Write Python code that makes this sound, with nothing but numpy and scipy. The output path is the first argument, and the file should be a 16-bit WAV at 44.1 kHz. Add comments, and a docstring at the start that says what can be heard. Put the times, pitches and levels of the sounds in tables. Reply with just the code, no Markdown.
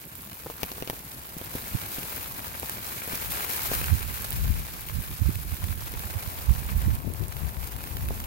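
"""Steady rain fizzes on the ground and on a raincoat, close to the two microphone ports of a camera
held pointing down by someone walking at night in rubber boots. At arm's length, single drops tick
and thump on the slack cloth, and a wet surface creaks once. Further off lie a dull wash of rain
and a low rumble. From halfway on, wind buffets each port on its own."""
import sys
import numpy as np
from scipy import signal
from scipy.fft import rfft, irfft
from scipy.io import wavfile
from scipy.ndimage import uniform_filter1d

SR = 44100
rng = np.random.default_rng(int(sys.argv[2]) if len(sys.argv) > 2 else 0)


def master_out(mix):
    """Clip the mix to full scale and print it as 16-bit PCM to the path in sys.argv[1]."""
    frames = np.transpose(np.atleast_2d(mix))
    ceiling = np.clip(frames, -1, 1)
    pcm = np.round(ceiling * 32767).astype(np.int16)
    wavfile.write(sys.argv[1], SR, pcm)


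N = 364266
TIME, HZ = np.arange(N) / SR, np.fft.rfftfreq(N, 1 / SR)
PORT_LAG_S = 0.0004346  # sound from the front reaches the left port first


def gain_of(db):
    """Decibels to amplitude."""
    return 10 ** (np.asarray(db) / 20)


def unit_rms(x):
    """Scales to rms 1."""
    return x / np.sqrt(np.mean(x ** 2) + 1e-20)


def spectrum_at(rows, hz, column=1):
    """One column of a spectrum table, joined on a log-frequency axis."""
    table = np.array(rows)
    return np.interp(np.log(hz + 1), np.log(table[:, 0] + 1), table[:, column])


def fader(rows, column=1):
    """One dB column of a level curve as a gain for every sample."""
    table = np.array(rows)
    return gain_of(np.interp(TIME, table[:, 0], table[:, column]))


def coloured(x, colour):
    """Causal (minimum-phase) filter with the given spectrum."""
    hz = abs(np.fft.fftfreq(8192, 1 / SR))
    log_gain = np.log(gain_of(spectrum_at(colour, hz)))
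    response = np.fft.ifft(np.exp(np.conj(signal.hilbert(log_gain)))).real
    return signal.fftconvolve(x, response[:len(response) // 2])[:len(x)]


def add(mix, s, sound):
    """Mixes a sound in at time s."""
    part = mix[max(round(s * SR), 0):][:len(sound)]
    part += sound[:len(part)]


def swell(depth_db, low_hz, high_hz):
    """A random gain that wanders at rates mostly between the two frequencies."""
    shape = (HZ > low_hz) / np.sqrt(HZ + low_hz) / (1 + (HZ / high_hz) ** 2)
    wander = irfft(rfft(rng.standard_normal(N)) * shape, N)
    return gain_of(depth_db * unit_rms(wander))


# Open-air rumble all around, its spectrum: f/Hz, relative level/dB
RUMBLE_COLOUR = [(28, -24), (60, -4.5), (125, -6), (220, -11.5), (400, -19.5), (1500, -48), (4000, -99)]
# Its strength at the microphone: t/s, level/dB
RUMBLE_LEVEL = [(0, -50), (.8, -47), (1.2, -49), (1.6, -45), (2.5, -47), (3.6, -48), (7.0, -48.5),
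                (8.26, -43.5)]

def rumble(apart=0.28):
    """A low, uneven outdoor rumble, mostly common to both ports."""
    common, left, right = (coloured(rng.standard_normal(N), RUMBLE_COLOUR) for _ in range(3))
    unevenness = swell(depth_db=3.0, low_hz=5, high_hz=22)
    return fader(RUMBLE_LEVEL) * unit_rms((common + apart * np.array([left, right])) * unevenness)


# Rain on the ground further off, its spectrum: f/Hz, relative level/dB
FAR_COLOUR = [(100, -17), (400, -4.5), (950, -0.5), (1800, -11.5), (5000, -56)]
# Its strength at the microphone: t/s, level/dB
FAR_LEVEL = [(0, -63), (2, -49.5), (5.4, -69.5), (6.1, -48.5), (8.26, -50)]

def far_rain(lag_s=0.00032):
    """The smooth, dull wash of rain on the ground ahead, reaching the left port first."""
    wash = unit_rms(coloured(rng.standard_normal(N), FAR_COLOUR))
    late_wash = np.interp(TIME - lag_s, TIME, wash)
    return fader(FAR_LEVEL) * np.array([wash, late_wash])


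# Wind pressure right on a port: f/Hz, relative level/dB
WIND_COLOUR = [(22, -17), (42, -1.5), (62, 5), (115, -5), (160, -10.5), (220, -18), (320, -31), (500, -54),
               (1200, -48), (4000, -100)]

def turbulence(steadiness=0.25, window=1300):
    """Low pressure noise of rms 1, its own lumps partly smoothed out."""
    pressure = unit_rms(coloured(rng.standard_normal(N), WIND_COLOUR))
    power = uniform_filter1d(uniform_filter1d(pressure ** 2, window), window // 2)
    return unit_rms(pressure / (abs(power) + 1e-4) ** (steadiness / 2))


def puffs(rows):
    """Bell-shaped swells of air speed, as a gain for each port."""
    out = np.zeros((2, N))
    for s, port, db, width_s in rows:
        out[port] += gain_of(db) * np.exp(-.5 * ((TIME - s) / width_s) ** 2)
    return out


# Breeze on the microphone: t/s, left level/dB, right level/dB
# On the right, the wind noise cuts out abruptly near 7 s and returns at the end.
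BREEZE = [(0, -73, -73), (1.9, -46.5, -59), (4.85, -53, -42), (5.4, -40, -30), (6.3, -45, -38),
          (6.95, -28.5, -19.5), (7.0, -31, -63), (7.9, -34, -65), (8.26, -34, -36)]
# Gusts on one port: t/s, port (0 left, 1 right), level/dB, width/s
GUSTS = [(3.28, 0, -38.5, 0.078), (3.83, 0, -36, 0.068), (3.92, 1, -27, 0.17), (4.47, 0, -23.5, 0.1),
         (4.47, 1, -28.5, 0.098), (4.97, 1, -24.5, 0.037), (6.88, 1, -24.5, 0.054), (7.44, 0, -25.5, 0.039),
         (8.02, 0, -30, 0.11), (8.08, 1, -27, 0.054)]

def wind():
    """Each port has its own turbulence: a lumpy flutter that follows breeze and gusts, with lulls."""
    lulls = [unit_rms(swell(depth_db=3.2, low_hz=5.5, high_hz=13)) for _ in range(2)]
    breeze = np.array([fader(BREEZE, column) for column in (1, 2)]) * lulls
    return np.array([strength * turbulence() for strength in np.hypot(breeze, puffs(GUSTS))])


# Single eddies on one port: t/s, port (0 left, 1 right), level/dB, width/s, mean swing f/Hz
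EDDIES = [(1.752, 1, -17.5, 0.0064, 100), (3.93, 1, -13, 0.016, 87.8), (4.504, 0, -19.5, 0.0071, 75),
          (4.988, 1, -17, 0.0069, 70.1), (5.223, 1, -14.5, 0.0087, 90.1), (5.268, 1, -15, 0.015, 70.6),
          (5.294, 1, -20, 0.0095, 159.8), (5.372, 1, -24, 0.0086, 105), (5.71, 1, -22.5, 0.016, 90.2),
          (6.167, 1, -20.5, 0.0077, 104.8), (6.505, 1, -9.5, 0.016, 61.3), (6.767, 1, -13, 0.0078, 75),
          (6.878, 1, -21, 0.0038, 200), (6.895, 1, -20, 0.0078, 65), (7.07, 0, -26.5, 0.02, 109.9),
          (7.08, 0, -34, 0.035, 269.5), (7.215, 0, -23, 0.015, 99.6), (7.22, 0, -34, 0.016, 290)]

def eddies():
    """A passing eddy swings the pressure at one port to and fro a few times, at an uneven pace."""
    pace = swell(depth_db=3.6, low_hz=30, high_hz=135)
    clock = np.cumsum(pace / pace.mean()) / SR
    return sum(puffs([puff]) * np.sqrt(2) * np.sin(2 * np.pi * hz * clock) for *puff, hz in EDDIES)


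def creak(s=.4618, slip_hz=500, db=-25, width_s=0.00033, count=4):
    """A wet surface sticks and slips a few times in quick, uneven succession: a dull, short creak."""
    out, age = np.zeros(N), TIME[:512] / width_s
    slip = uniform_filter1d(age * (2 - age) * np.exp(-age), size=14)
    for k in range(count):
        slip_at_s = s + (k + rng.uniform(-0.039, 0.098)) / slip_hz
        add(out, slip_at_s, gain_of(db) * rng.uniform(0.37, 1.3) * slip / slip.max())
    return out


def shower(per_s, spread_db, decay_s, spray, spray_s, wash, limit=3.4):
    """Envelope of many drops of uneven size: a sharp burst, a little spray after it, and a far wash."""
    sizes = gain_of(spread_db * np.minimum(rng.exponential(1, N), limit))
    impacts = sizes * (rng.random(N) < per_s / SR)
    t = TIME[:SR // 20]
    drop_power = np.exp(-2 * t / decay_s) + spray ** 2 * np.exp(-2 * t / spray_s)
    power = abs(signal.fftconvolve(impacts ** 2, drop_power)[:N])
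    return np.sqrt(power / power.mean() + wash ** 2)


def dip(s=6.966, fall_s=.004, depth_db=-5.8, recover_s=0.42):
    """The hiss of the near rain drops suddenly once and creeps back."""
    since = np.maximum(TIME - s, 0)
    return gain_of(depth_db * np.minimum(since / fall_s, 1) * np.exp(-since / recover_s))


# Near rain as each port hears it: f/Hz, left relative level/dB, right relative level/dB
RAIN_COLOUR = [(100, -16, -17), (350, -5.3, -6.8), (700, -4.5, -8.5), (1050, -0.8, -4.8),
               (1600, -1.8, -5.3), (1900, -6.3, -7.3), (2400, -4, -4.3), (3100, -10.3, -9.3),
               (4100, -10, -8), (5800, -12.9, -10.1), (7400, -13, -8.6), (9400, -8.8, -10.8),
               (11800, -2.9, -4.7), (15500, -2.7, -4.9)]
# How alike the two ports hear it: f/Hz, coherence (0-1)
COHERENCE = [(100, 1), (500, 0.14), (1200, 0.78), (2300, 0.3), (3300, 0.15), (5000, 0), (16000, 0.35)]

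def at_ports(envelope, band):
    """Drop noise at the two ports: partly alike, the right one late, each with its own colour."""
    left, unrelated = rfft(envelope * rng.standard_normal((2, N)))
    alike = np.clip(spectrum_at(COHERENCE, HZ), 0, 1)
    delay = np.exp(-2j * np.pi * HZ * PORT_LAG_S)
    right = (alike * left + np.sqrt(1 - alike ** 2) * unrelated) * delay
    colour = gain_of([spectrum_at(RAIN_COLOUR, HZ, column) for column in (1, 2)])
    return unit_rms(irfft(np.array([left, right]) * colour * band, N))


# How hard the rain beats near the microphone: t/s, relative level/dB
RAIN_LEVEL = [(0, -54.5), (.65, -49), (1.3, -51), (1.6, -44.5), (2.1, -42.5), (2.4, -46.5), (2.95, -43),
              (3.28, -39.5), (3.62, -37), (3.84, -37.5), (3.93, -43), (4.35, -43), (4.65, -46.5),
              (5.75, -48), (6.2, -45.5), (6.9, -48), (8.26, -48.5)]
USUAL_RAIN_DB = -45.5

def near_rain(split_hz=3100, patter_db=0.7, fizz_db=8.5, shared=0.21):
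    """Fat drops patter on cloth and grass in flurries; fine ones fizz, some nearer to one port."""
    low_band = 1 / np.sqrt(1 + (HZ / split_hz) ** 8)
    high_band = np.sqrt(1 - low_band ** 2)
    fat = shower(per_s=130, spread_db=3.5, decay_s=.0022, spray=.15, spray_s=.009, wash=1.15)
    fine = [shower(per_s=450, spread_db=5, decay_s=.0005, spray=.2, spray_s=.006, wash=1.25)
            for _ in range(3)]  # left, right, both
    flurries = swell(depth_db=1.35, low_hz=3.7, high_hz=37)
    patter = at_ports(fat, low_band) * fader(RAIN_LEVEL) * gain_of(patter_db)
    fizz = at_ports(np.hypot(fine[:2], shared * fine[2]), high_band) * fizz_gain() * gain_of(fizz_db)
    return (patter + fizz) * flurries * dip()


def fizz_gain(follow=0.99, lean=0.07):
    """The fizz grows with the rain and leans to the left port as the rain passes its usual level."""
    excess_db = 20 * np.log10(fader(RAIN_LEVEL)) - USUAL_RAIN_DB
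    db_per_db = follow + lean * np.array([[1], [-1]])
    return gain_of(USUAL_RAIN_DB + db_per_db * excess_db)


def dripping(colour, db, per_s, follow):
    """Separate small drops land on the coat and hood, somewhat harder when the rain is strong."""
    drops = [shower(per_s, spread_db=3.5, decay_s=.0009, spray=.18, spray_s=.007, wash=0, limit=2.4)
             for _ in range(3)]  # left, right, both
    bursts = np.hypot(drops[:2], drops[2]) * rng.standard_normal((2, N))
    drips = np.array([coloured(burst, colour) for burst in bursts])
    strength = (fader(RAIN_LEVEL) / gain_of(USUAL_RAIN_DB)) ** follow
    return gain_of(db) * strength * unit_rms(drips)


# Bright tick of a fine drop, close up: f/Hz, relative level/dB
TICK_COLOUR = [(1000, -24), (6000, -16), (9000, -8), (12500, 0)]
# Duller slap of a fat drop, close up: f/Hz, relative level/dB
SLAP_COLOUR = [(400, 5.5), (1100, 10), (2350, 0.5), (3100, 6), (6500, -3.5), (10000, -1.5)]

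def coat_drips():
    """Light ticks and slaps keep falling on the cloth, within arm's length of the microphone."""
    ticks = dripping(TICK_COLOUR, db=-45, per_s=40, follow=.15)
    slaps = dripping(SLAP_COLOUR, db=-49.5, per_s=30, follow=.55)
    return (ticks + slaps) * dip()


def drop(colour, decay_s, spray, spray_s):
    """One drop: a noisy burst of about unit level that dies at once, and a little spray after it."""
    t = TIME[:2048]
    envelope = np.exp(-t / decay_s) + spray * np.exp(-t / spray_s)
    burst = coloured(np.sign(rng.standard_normal(len(t))) * envelope, colour)
    return burst / np.linalg.norm(burst) * np.sqrt(decay_s * SR)


# Fine drops right beside the microphone: t/s, left relative level/dB, right relative level/dB
SNAPS = [(.1545, -42, -27), (.1815, -37, -32), (.6626, -37, -28), (.8997, -24, -22), (.9065, -38, -26),
         (1.2698, -39, -30), (1.3844, -36, -25), (1.5549, -39, -23), (1.9285, -40, -26), (2.3237, -37, -24),
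         (2.5982, -23, -24), (2.6962, -32, -21), (3.076, -37, -24), (3.1526, -32, -24), (3.5022, -19, -26),
         (3.6331, -19, -28), (4.2224, -42, -22), (4.3065, -33, -18), (4.3288, -30, -20), (5.5438, -38, -25),
         (6.8198, -25, -30), (6.9528, -42, -23), (7.1374, -34, -25), (7.283, -33, -29)]

def snaps(boost_db=6.5):
    """A fine drop bursts so close that it is mostly louder at one port."""
    out = np.zeros((2, N))
    for s, *port_db in SNAPS:
        for port, db in enumerate(port_db):
            tick = drop(TICK_COLOUR, decay_s=.0003, spray=.09, spray_s=.004)
            add(out[port], s, gain_of(db + boost_db) * tick)
    return out


# Fat drops on the coat, at arm's length: t/s, relative level/dB
SPLATS = [(.297, -42), (.331, -41), (1.117, -39), (2.031, -35), (2.696, -29.5), (3.842, -29), (4.028, -35),
          (4.244, -31), (4.321, -34), (4.887, -36), (5.355, -34), (5.641, -34), (5.994, -36), (7.237, -41),
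          (7.324, -37), (7.367, -39), (7.491, -40), (7.642, -38), (7.674, -36), (7.764, -40),
          (7.839, -36.5), (7.873, -37.5), (7.969, -34), (8.0865, -34.5), (8.2015, -35), (8.24, -39)]

def splats(boost_db=5.8):
    """A fat drop gives a round slap with a bright spatter that both ports hear."""
    out = np.zeros((2, N))
    for s, db in SPLATS:
        slap = drop(SLAP_COLOUR, decay_s=.0012, spray=.14, spray_s=.006)
        for port in range(2):
            spatter = drop(TICK_COLOUR, decay_s=.0011, spray=.13, spray_s=.005)
            add(out[port], s + port * PORT_LAG_S, gain_of(db + boost_db) * (slap + spatter))
    return out


# Crack of wet cloth, close up: f/Hz, relative level/dB
CRACK_COLOUR = [(300, 4.5), (1000, 5), (1600, -1.5), (2600, 3.5), (4000, -2.5), (6000, -3.5), (8000, -17),
                (13000, -2.5), (16000, 1)]
# Drops and flaps on the coat by the microphone: t/s, left level/dB, relative crack level/dB, thump f/Hz
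COAT_TAPS = [(.5, -21.5, -6, 820), (.632, -17.5, 6.5, 690), (0.7169, -28.5, 9, 650),
             (0.7816, -25.5, -12, 750), (0.824, -18.5, -3.5, 520), (0.875, -26, 4.5, 500),
             (0.899, -18, 4.5, 620), (.932, -28, -14, 500), (1.367, -26, -13, 221), (1.414, -28, -5, 280),
             (1.5525, -19.5, -17, 242), (1.984, -23, -2, 229), (2.631, -18.5, -16, 725),
             (3.077, -27, -12, 467), (3.133, -24.5, -15, 228), (3.716, -15, -12, 580),
             (5.939, -24.5, 0.5, 345), (8.107, -19, -20, 620)]

def coat_taps(crack_boost_db=2.5, crack_s=.0016, cycles=0.51, ring=0.099, ring_hz=480, ring_s=0.014,
              rebound_s=0.007, rebound_db=-9, right_db=-2, lag_s=0.00029):
    """Slack cloth is pushed in and springs back with a hollow ring and a wet crack, then rebounds."""
    out, t = np.zeros((2, N)), TIME[:2048]
    hollow = ring * np.sin(2 * np.pi * ring_hz * t) * np.exp(-t / ring_s)
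    for s, db, crack_db, hz in COAT_TAPS:
        push = np.sin(2 * np.pi * hz * t) * np.exp(-(hz * t / cycles) ** 2)
        thump = push / push.max() + hollow
        rebound_at_s = s + rebound_s * rng.uniform(0.94, 1.1)
        for port, side_db in enumerate((0, right_db)):
            crack = coloured(np.sign(rng.standard_normal(len(t))) * np.exp(-t / crack_s), CRACK_COLOUR)
            crack *= gain_of(crack_db + crack_boost_db) / abs(crack).max()
            tap = gain_of(db + side_db) * (thump + crack)
            add(out[port], s + port * lag_s, tap)
            add(out[port], rebound_at_s + port * lag_s, gain_of(rebound_db) * tap)
    return out


def scene():
    """Rain, near drops and wind in the open air, with no echo."""
    rain = coat_drips() + near_rain() + far_rain()
    close_up = coat_taps() + snaps() + splats() + creak()
    return rain + close_up + wind() + eddies() + rumble()


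def record(dry):
    """The recorder's band limit cuts the highest treble."""
    edge_hz = 15900
    lowpass = signal.firwin(511, edge_hz, window=("kaiser", 9), fs=SR)
    return signal.oaconvolve(dry, lowpass[None], "same")


dry = scene()
out = record(dry)
master_out(out)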